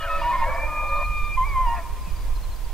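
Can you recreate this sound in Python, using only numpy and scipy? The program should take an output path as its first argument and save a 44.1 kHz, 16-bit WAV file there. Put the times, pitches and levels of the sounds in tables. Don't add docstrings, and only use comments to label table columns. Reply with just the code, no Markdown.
import sys
import numpy as np
from scipy import signal
from scipy.fft import rfft, irfft
from scipy.io import wavfile

SR = 44100
rng = np.random.default_rng(int(sys.argv[2]) if len(sys.argv) > 2 else 0)


def waveform_to_disk(signal):
    frames = np.transpose(np.atleast_2d(signal))
    scaled = np.clip(frames, -1, 1) * 32767
    samples = np.round(scaled).astype(np.int16)
    wavfile.write(sys.argv[1], SR, samples)


N = 120393
T = np.arange(N) / SR

# time in seconds, fold pitch in Hz, roar level in dB,
# factor on the throat's resonance frequencies.
FOLDS_AND_ROAR = [(0, 170, -37.5, 1.022), (.17, 162, -33.5, 1.05), (.27, 161.7, -33, 1.05),
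                  (.43, 146.7, -31.5, 1.04), (.49, 134.8, -28.5, .94), (.54, 131.2, -29.5, 1.004),
                  (.68, 151.5, -32, 1.01), (.83, 139, -34, 0.97), (.93, 145.2, -35, 0.98),
                  (1.032, 149, -31.5, 1.04), (1.056, 145.8, -61, 0.93), (1.73, 141.1, -45, 1.05),
                  (1.79, 128.7, -42.5, 1.08), (1.85, 123.6, -66.5, .97)]
# time in seconds, roughness from 0 to 1.
ROUGHNESS = [(.2, .33), (.5, .47), (1.0, .45), (1.7, .75)]


def amp(db):
    return 10 ** (np.asarray(db) / 20)


def unit(x):
    return x / np.sqrt(np.mean(abs(x) ** 2) + 1e-20)


def curves(table):
    seconds, *columns = np.transpose(table)
    return [np.interp(T, seconds, column) for column in columns]


def at_hz(table, hz):
    table_hz, value = np.transpose(table)
    return np.interp(np.log(hz + 1), np.log(table_hz), value)


def wander(rate_hz):
    hz = np.fft.rfftfreq(N, 1 / SR)
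    spectrum = rfft(rng.standard_normal(N)) / (1 + (hz / rate_hz) ** 4)
    return unit(irfft(spectrum, N))


def phase_of(hz):
    return 2 * np.pi * np.cumsum(hz) / SR


def pan(db):
    return amp(np.array([[db], [-db]]) / 2)


def resonate(x, hz, width):
    turn = np.exp(1j * phase_of(hz))
    r = np.exp(-np.pi * width / SR)
    smoothed = signal.lfilter([(1 - r) ** 2], [1, -2 * r, r * r], x / turn)
    return 2 * (turn * smoothed).real


def stereo_noise(gain, same):
    a, b = rfft(rng.standard_normal((2, N)))
    same = np.clip(same, -1, 1)
    right = same * a + np.sqrt(1 - same ** 2) * b
    return unit(irfft(np.array([a, right]) * gain, N))


def glide(start, length, from_hz, to_hz, db, waver):
    u = np.clip((T - start) / length, 0, 1)
    hz = (from_hz + (to_hz - from_hz) * u) * (1 + waver)
    return np.sqrt(2) * amp(db) * np.sin(np.pi * u) * np.sin(phase_of(hz))


def whistle(register, folds, rough):
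    # time in seconds, modulation depth from 0 to 1.
    shake_depth = [(0, 0.67), (.11, 0.15), (.3, 0.06), (.85, 0), (1.0, 0.05), (1.06, 0), (1.72, 0.04),
                   (1.77, 0.7)]
    jitter, shimmer, tremble_hz = 0.0026, 0.16, 63.5
    shake_jitter = .036
    break_s = .006

    hz, *levels = curves(register)
    depth = curves(shake_depth)[0]
    gate = np.clip(np.minimum(T - register[0][0], register[-1][0] - T) / break_s, 0, 1)
    phase = phase_of(hz * (1 + (rough * jitter + shake_jitter * depth) * wander(tremble_hz)))
    shake = 1 + depth * np.cos(folds + wander(34))
    tone = 0
    for k, db in enumerate(levels, 1):
        tremble = 1 + rough * shimmer * wander(tremble_hz)
        tone = tone + amp(db) * np.sin(k * phase) * tremble
    return np.sqrt(2) * gate * shake * tone


def fold_drive(folds, rough):
    cycle = folds / (2 * np.pi)
    pulse_unevenness, puff_cycles = .2, 1
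    clicks = np.diff(np.floor(cycle), prepend=0)
    pulses = unit(clicks * (1 + pulse_unevenness * wander(106)))
    puffs = unit(np.exp(-(cycle % 1) / puff_cycles) * rng.standard_normal(N))
    return (1 - rough) * pulses + rough * puffs


def roar(folds):
    # centre in Hz before scaling, pole width in Hz, relative level in dB.
    resonances = [(557.2, 15.7, 7.5), (642, 84, -0.5), (951, 74, 0.5), (1017, 157, -3), (1372, 62, -4.5),
                  (1746, 129, 0), (2143, 160, -7.5), (2342, 116, -6)]
    # time in seconds, gain in dB.
    upper_gain = [(0, -0.5), (.44, -3), (.8, -11.5), (1.05, -10.5), (1.8, 1.5)]
    # time in seconds, gain in dB relative to the roar.
    chest_gain = [(.1, -42), (.2, -13.5), (.4, -17), (.52, -30.5), (.68, -17), (.9, -21.5)]
    upper_hz, low_cut_hz = 1200, 542
    wobble, wobble_hz = 0.026, 13.5
    flutter_db, flutter_hz = 3.2, 38

    _, db, scale = curves(FOLDS_AND_ROAR)
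    rough = np.clip(curves(ROUGHNESS)[0], 0, 1)
    drive = fold_drive(folds, rough)
    bright = amp(curves(upper_gain)[0])
    ringing = 0
    for hz, width, level in resonances:
        flutter = amp(level + flutter_db * wander(flutter_hz))
        centre = hz * scale * (1 + wobble * rough * wander(wobble_hz))
        ring = flutter * resonate(drive, centre, width)
        ringing = ringing + ring * (bright if hz > upper_hz else 1)
    high_pass = signal.butter(N=6, Wn=low_cut_hz, btype="high", fs=SR, output="sos")
    ringing = signal.sosfilt(high_pass, ringing)
    chest = amp(curves(chest_gain)[0]) * (np.sin(folds) + 0.87 * np.sin(2 * folds))
    return amp(db) * (unit(ringing) + chest)


def breath():
    # time in seconds, level in dB.
    breath_level = [(0, -58), (.13, -48), (.43, -50.5), (.6, -64)]
    centre_hz, width = np.full(N, 3290), 3600
    hiss = resonate(rng.standard_normal(N), centre_hz, width)
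    hiss = resonate(hiss, centre_hz, width)
    return amp(curves(breath_level)[0]) * unit(hiss)


def moan():
    # time in seconds, pitch in Hz, level in dB.
    moan_course = [(1.55, 370, -46.5), (1.63, 348.8, -41.5), (1.74, 353, -36.5), (1.79, 346.2, -34),
                   (1.83, 325, -45)]
    harmonic_levels = [-25, 4.5, 13.5, 0, -2]
    hz, db = curves(moan_course)
    phase = phase_of(hz * (1 + 0.0086 * wander(82.6)))
    gate = (T > moan_course[0][0]) & (T < moan_course[-1][0])
    tone = sum(amp(level) * np.sin(k * phase) for k, level in enumerate(harmonic_levels, 1))
    return gate * amp(db) * unit(tone)


def yelps():
    # start in seconds, length in seconds, first pitch in Hz, last pitch in Hz, level in dB.
    yelp_rows = [(-.03, 0.1, 3055, 2790, -40), (-.03, 0.13, 1286, 1297, -34), (0, 0.3, 566, 567, -37),
                 (0.454, 0.057, 718, 500, -33), (0.809, 0.094, 717, 887, -45),
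                 (0.853, 0.19, 531.4, 600, -38.5), (0.961, 0.078, 1162, 992, -32.5),
                 (1.463, 0.02, 976, 881, -38), (1.762, 0.071, 733.6, 631, -38.5)]
    waver = 0.028 * curves(ROUGHNESS)[0] * wander(106)
    return sum(glide(*row, waver) for row in yelp_rows)


def elk_call():
    # time in seconds, pitch in Hz, then the level in dB of harmonic 1,
    # of harmonic 2 and, in three of the registers, of harmonic 3.
    opening = [(0, 1680, -52, -50), (.06, 1520, -36, -48), (0.087, 1320, -33, -48),
               (0.102, 1291, -27, -39.5), (0.168, 1285, -27, -37.5), (0.195, 1287, -38, -49),
               (.24, 1150, -35, -46)]
    first_break = [(0.214, 933, -28, -60, -49), (0.224, 942.6, -28, -57, -41.5),
                   (0.317, 972, -21, -59, -51), (0.333, 979.8, -31, -64, -52),
                   (0.389, 994, -28.5, -63, -60), (0.41, 929, -32, -60, -64),
                   (.425, 916.4, -24.5, -37, -48), (0.449, 921, -28, -31.5, -45),
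                   (0.463, 900, -65, -72, -75)]
    rising = [(0.317, 1072, -33, -60), (0.337, 1060, -21.5, -32.5), (0.356, 1060, -23, -43),
              (0.387, 1072, -45, -39), (0.42, 1054, -25, -43), (0.45, 1061, -27.5, -41),
              (0.466, 1109, -48, -40.5), (0.505, 1152, -35.5, -36.5), (0.539, 1124, -33.5, -41),
              (0.604, 1171, -46, -34.5), (0.651, 1185, -54, -30), (0.673, 1182, -56, -41)]
    held = [(0.658, 1215, -47, -36, -74), (.68, 1219, -34.5, -43, -93), (.785, 1213, -32, -31, -64),
            (0.9, 1204, -32.5, -36.5, -58), (0.93, 1209, -25, -31, -57), (.98, 1212, -28.5, -34.5, -53.5),
            (1.048, 1211, -40.5, -28.5, -62), (1.069, 1220, -32.5, -40, -75),
            (1.167, 1209, -36.5, -31.5, -55.5), (1.281, 1198, -34, -39.5, -52.5),
            (1.327, 1202, -45, -31.5, -59), (1.353, 1204, -43, -33.5, -94), (1.372, 1186, -55, -53, -91)]
    falling = [(1.366, 1045, -40, -53, -74), (1.379, 1037, -20, -39, -47.5), (1.40, 1026, -21, -60, -53.5),
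               (1.433, 1046, -20, -34.5, -54), (1.45, 1089, -32.5, -39, -70),
               (1.463, 1172, -43.5, -35.5, -67), (1.539, 1090, -35.5, -39, -62),
               (1.57, 1036, -21, -40.5, -52.5), (1.63, 1035, -23.5, -43.5, -60),
               (1.657, 1003, -26.5, -49, -58), (1.673, 941, -22.5, -52, -46), (1.70, 935, -25.5, -44, -44),
               (1.744, 939, -26, -42, -58), (1.765, 867.4, -44, -47, -49), (1.796, 815.5, -65, -51, -54)]
    register_rough = [.8, 1.1, 1.3, .4, .8]

    fold_jitter = 0.06036 * curves(ROUGHNESS)[0] * wander(62.2)
    folds = phase_of(curves(FOLDS_AND_ROAR)[0] * (1 + fold_jitter))
    registers = zip((opening, first_break, rising, held, falling), register_rough)
    whistles = sum(whistle(register, folds, rough) for register, rough in registers)
    return whistles + roar(folds) + breath() + moan() + yelps()


def arrive(x):
    left_lead_s, elk_pan_db = .000035, .5
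    near_db, near_t60_s = -18, .2
    hz = np.fft.rfftfreq(N, 1 / SR)
    late = irfft(rfft(x) * np.exp(-2j * np.pi * hz * left_lead_s), N)
    direct = np.array([x, late]) * pan(elk_pan_db)
    decay = amp(-60 * T / near_t60_s)
    scatter = unit(rng.standard_normal((2, N)) * decay) / np.sqrt(N)
    return direct + amp(near_db) * signal.fftconvolve(x[None], scatter, axes=1)[:, :N]


def tree_lines(x):
    # delay in seconds, level in dB.
    distinct_echoes = [(.18, -20), (.68, -28.5), (.98, -33.5)]
    return sum(amp(db) * np.interp(T - delay, T, x, left=0) for delay, db in distinct_echoes)


def echo(x):
    # frequency in Hz, time in seconds to decay by 60 dB.
    decay_times = [(300, 0.57), (1000, 4.1), (2400, 3.4), (5000, 0.6)]
    rise_s, likeness = 0.022, 0.91
    hz, t, z = signal.stft(stereo_noise(1, likeness), SR, nperseg=256)
    decay = amp(-60 * t / at_hz(decay_times, hz)[:, None])
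    z = z * decay * (1 - np.exp(-t / rise_s))
    tail = signal.istft(z, SR, nperseg=256)[1][:, :N]
    return signal.fftconvolve(x[None], tail / np.sqrt(SR / 6), axes=1)[:, :N]


def chirps():
    chirp_times = [0.031, .894, .968, 1.056, 2.364, 2.438, 2.526]
    tick_times = [0.12, 0.206, .226, .312, 0.406, .55, 1.011, 1.175, 1.254, 1.343, 1.683, 1.752, 2.022,
                  2.11, 2.165, 2.565, 2.651]
    # length in seconds, first pitch in Hz, last pitch in Hz, level in dB.
    chirp_shape = (.034, 4380, 3960, -51.5)
    tick_shape = (.022, 5020, 4580, -52.5)
    # start in seconds, length in seconds, first pitch in Hz, last pitch in Hz, level in dB.
    far_whistle = (2.04, .09, 2700, 2300, -52)
    faint_count, faint_db = 22, -5
    tick_spread = .03

    waver = 0.0061 * wander(228)
    low = sum(glide(s - chirp_shape[0] / 2, *chirp_shape, waver) for s in chirp_times)
    ticks = [(s, faint_db * rng.random() / 2) for s in tick_times]
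    ticks += [(s, faint_db) for s in rng.random(faint_count) * T[-1]]
    high = 0
    for s, db in ticks:
        offset = tick_spread * rng.uniform(-1.1, 1)
        high = high + amp(db) * glide(s - tick_shape[0] / 2, *tick_shape, waver + offset)
    return low + high + glide(*far_whistle, waver)


def bump():
    # start in seconds, length in seconds, first pitch in Hz, last pitch in Hz, level in dB.
    bump_shape = (2.068, .026, 200, 140, -39)
    return glide(*bump_shape, 0)


def wind():
    # frequency in Hz, relative spectral level in dB.
    wind_spectrum = [(8, 2.5), (25, 1.5), (41, 0.5), (62, -9), (110, -21.5), (200, -34), (1000, -67)]
    # time in seconds, level in dB.
    wind_course = [(0, -30.5), (.52, -25.5), (.8, -28.5), (1.02, -23), (1.72, -23), (1.82, -28),
                   (2.2, -24.5), (2.73, -27.5)]
    gust_db, gust_hz = 1.5, 17.4
    hz = np.fft.rfftfreq(N, 1 / SR)
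    gusts = amp(curves(wind_course)[0] + gust_db * wander(gust_hz))
    return stereo_noise(amp(at_hz(wind_spectrum, hz)), 0.67) * gusts * pan(-3)


def air():
    # frequency in Hz, relative spectral level in dB.
    air_spectrum = [(88, -50), (150, -12.5), (296, -9), (650, -7.5), (1050, -10.5), (1370, -14),
                    (15500, -23.5)]
    # frequency in Hz, left-right likeness from 0 to 1.
    air_likeness = [(150, 0.61), (700, 0.78), (2000, 0.58), (4000, 0.24), (8000, 0.2), (15000, 0.43)]
    air_db = -46
    hz = np.fft.rfftfreq(N, 1 / SR)
    return amp(air_db) * stereo_noise(amp(at_hz(air_spectrum, hz)), at_hz(air_likeness, hz))


def scene():
    elk = elk_call()
    far = chirps()
    call = arrive(elk) + tree_lines(elk)
    echoes = echo(amp(-18) * elk + amp(-5) * far)
    return call + echoes + far * pan(3.3) + bump() + wind() + air()


def record(dry):
    edge_hz = 15720
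    low_pass = signal.firwin(801, edge_hz, window=("kaiser", 9), fs=SR)
    return signal.oaconvolve(dry, low_pass[None], "same")


dry = scene()
out = record(dry)
waveform_to_disk(out)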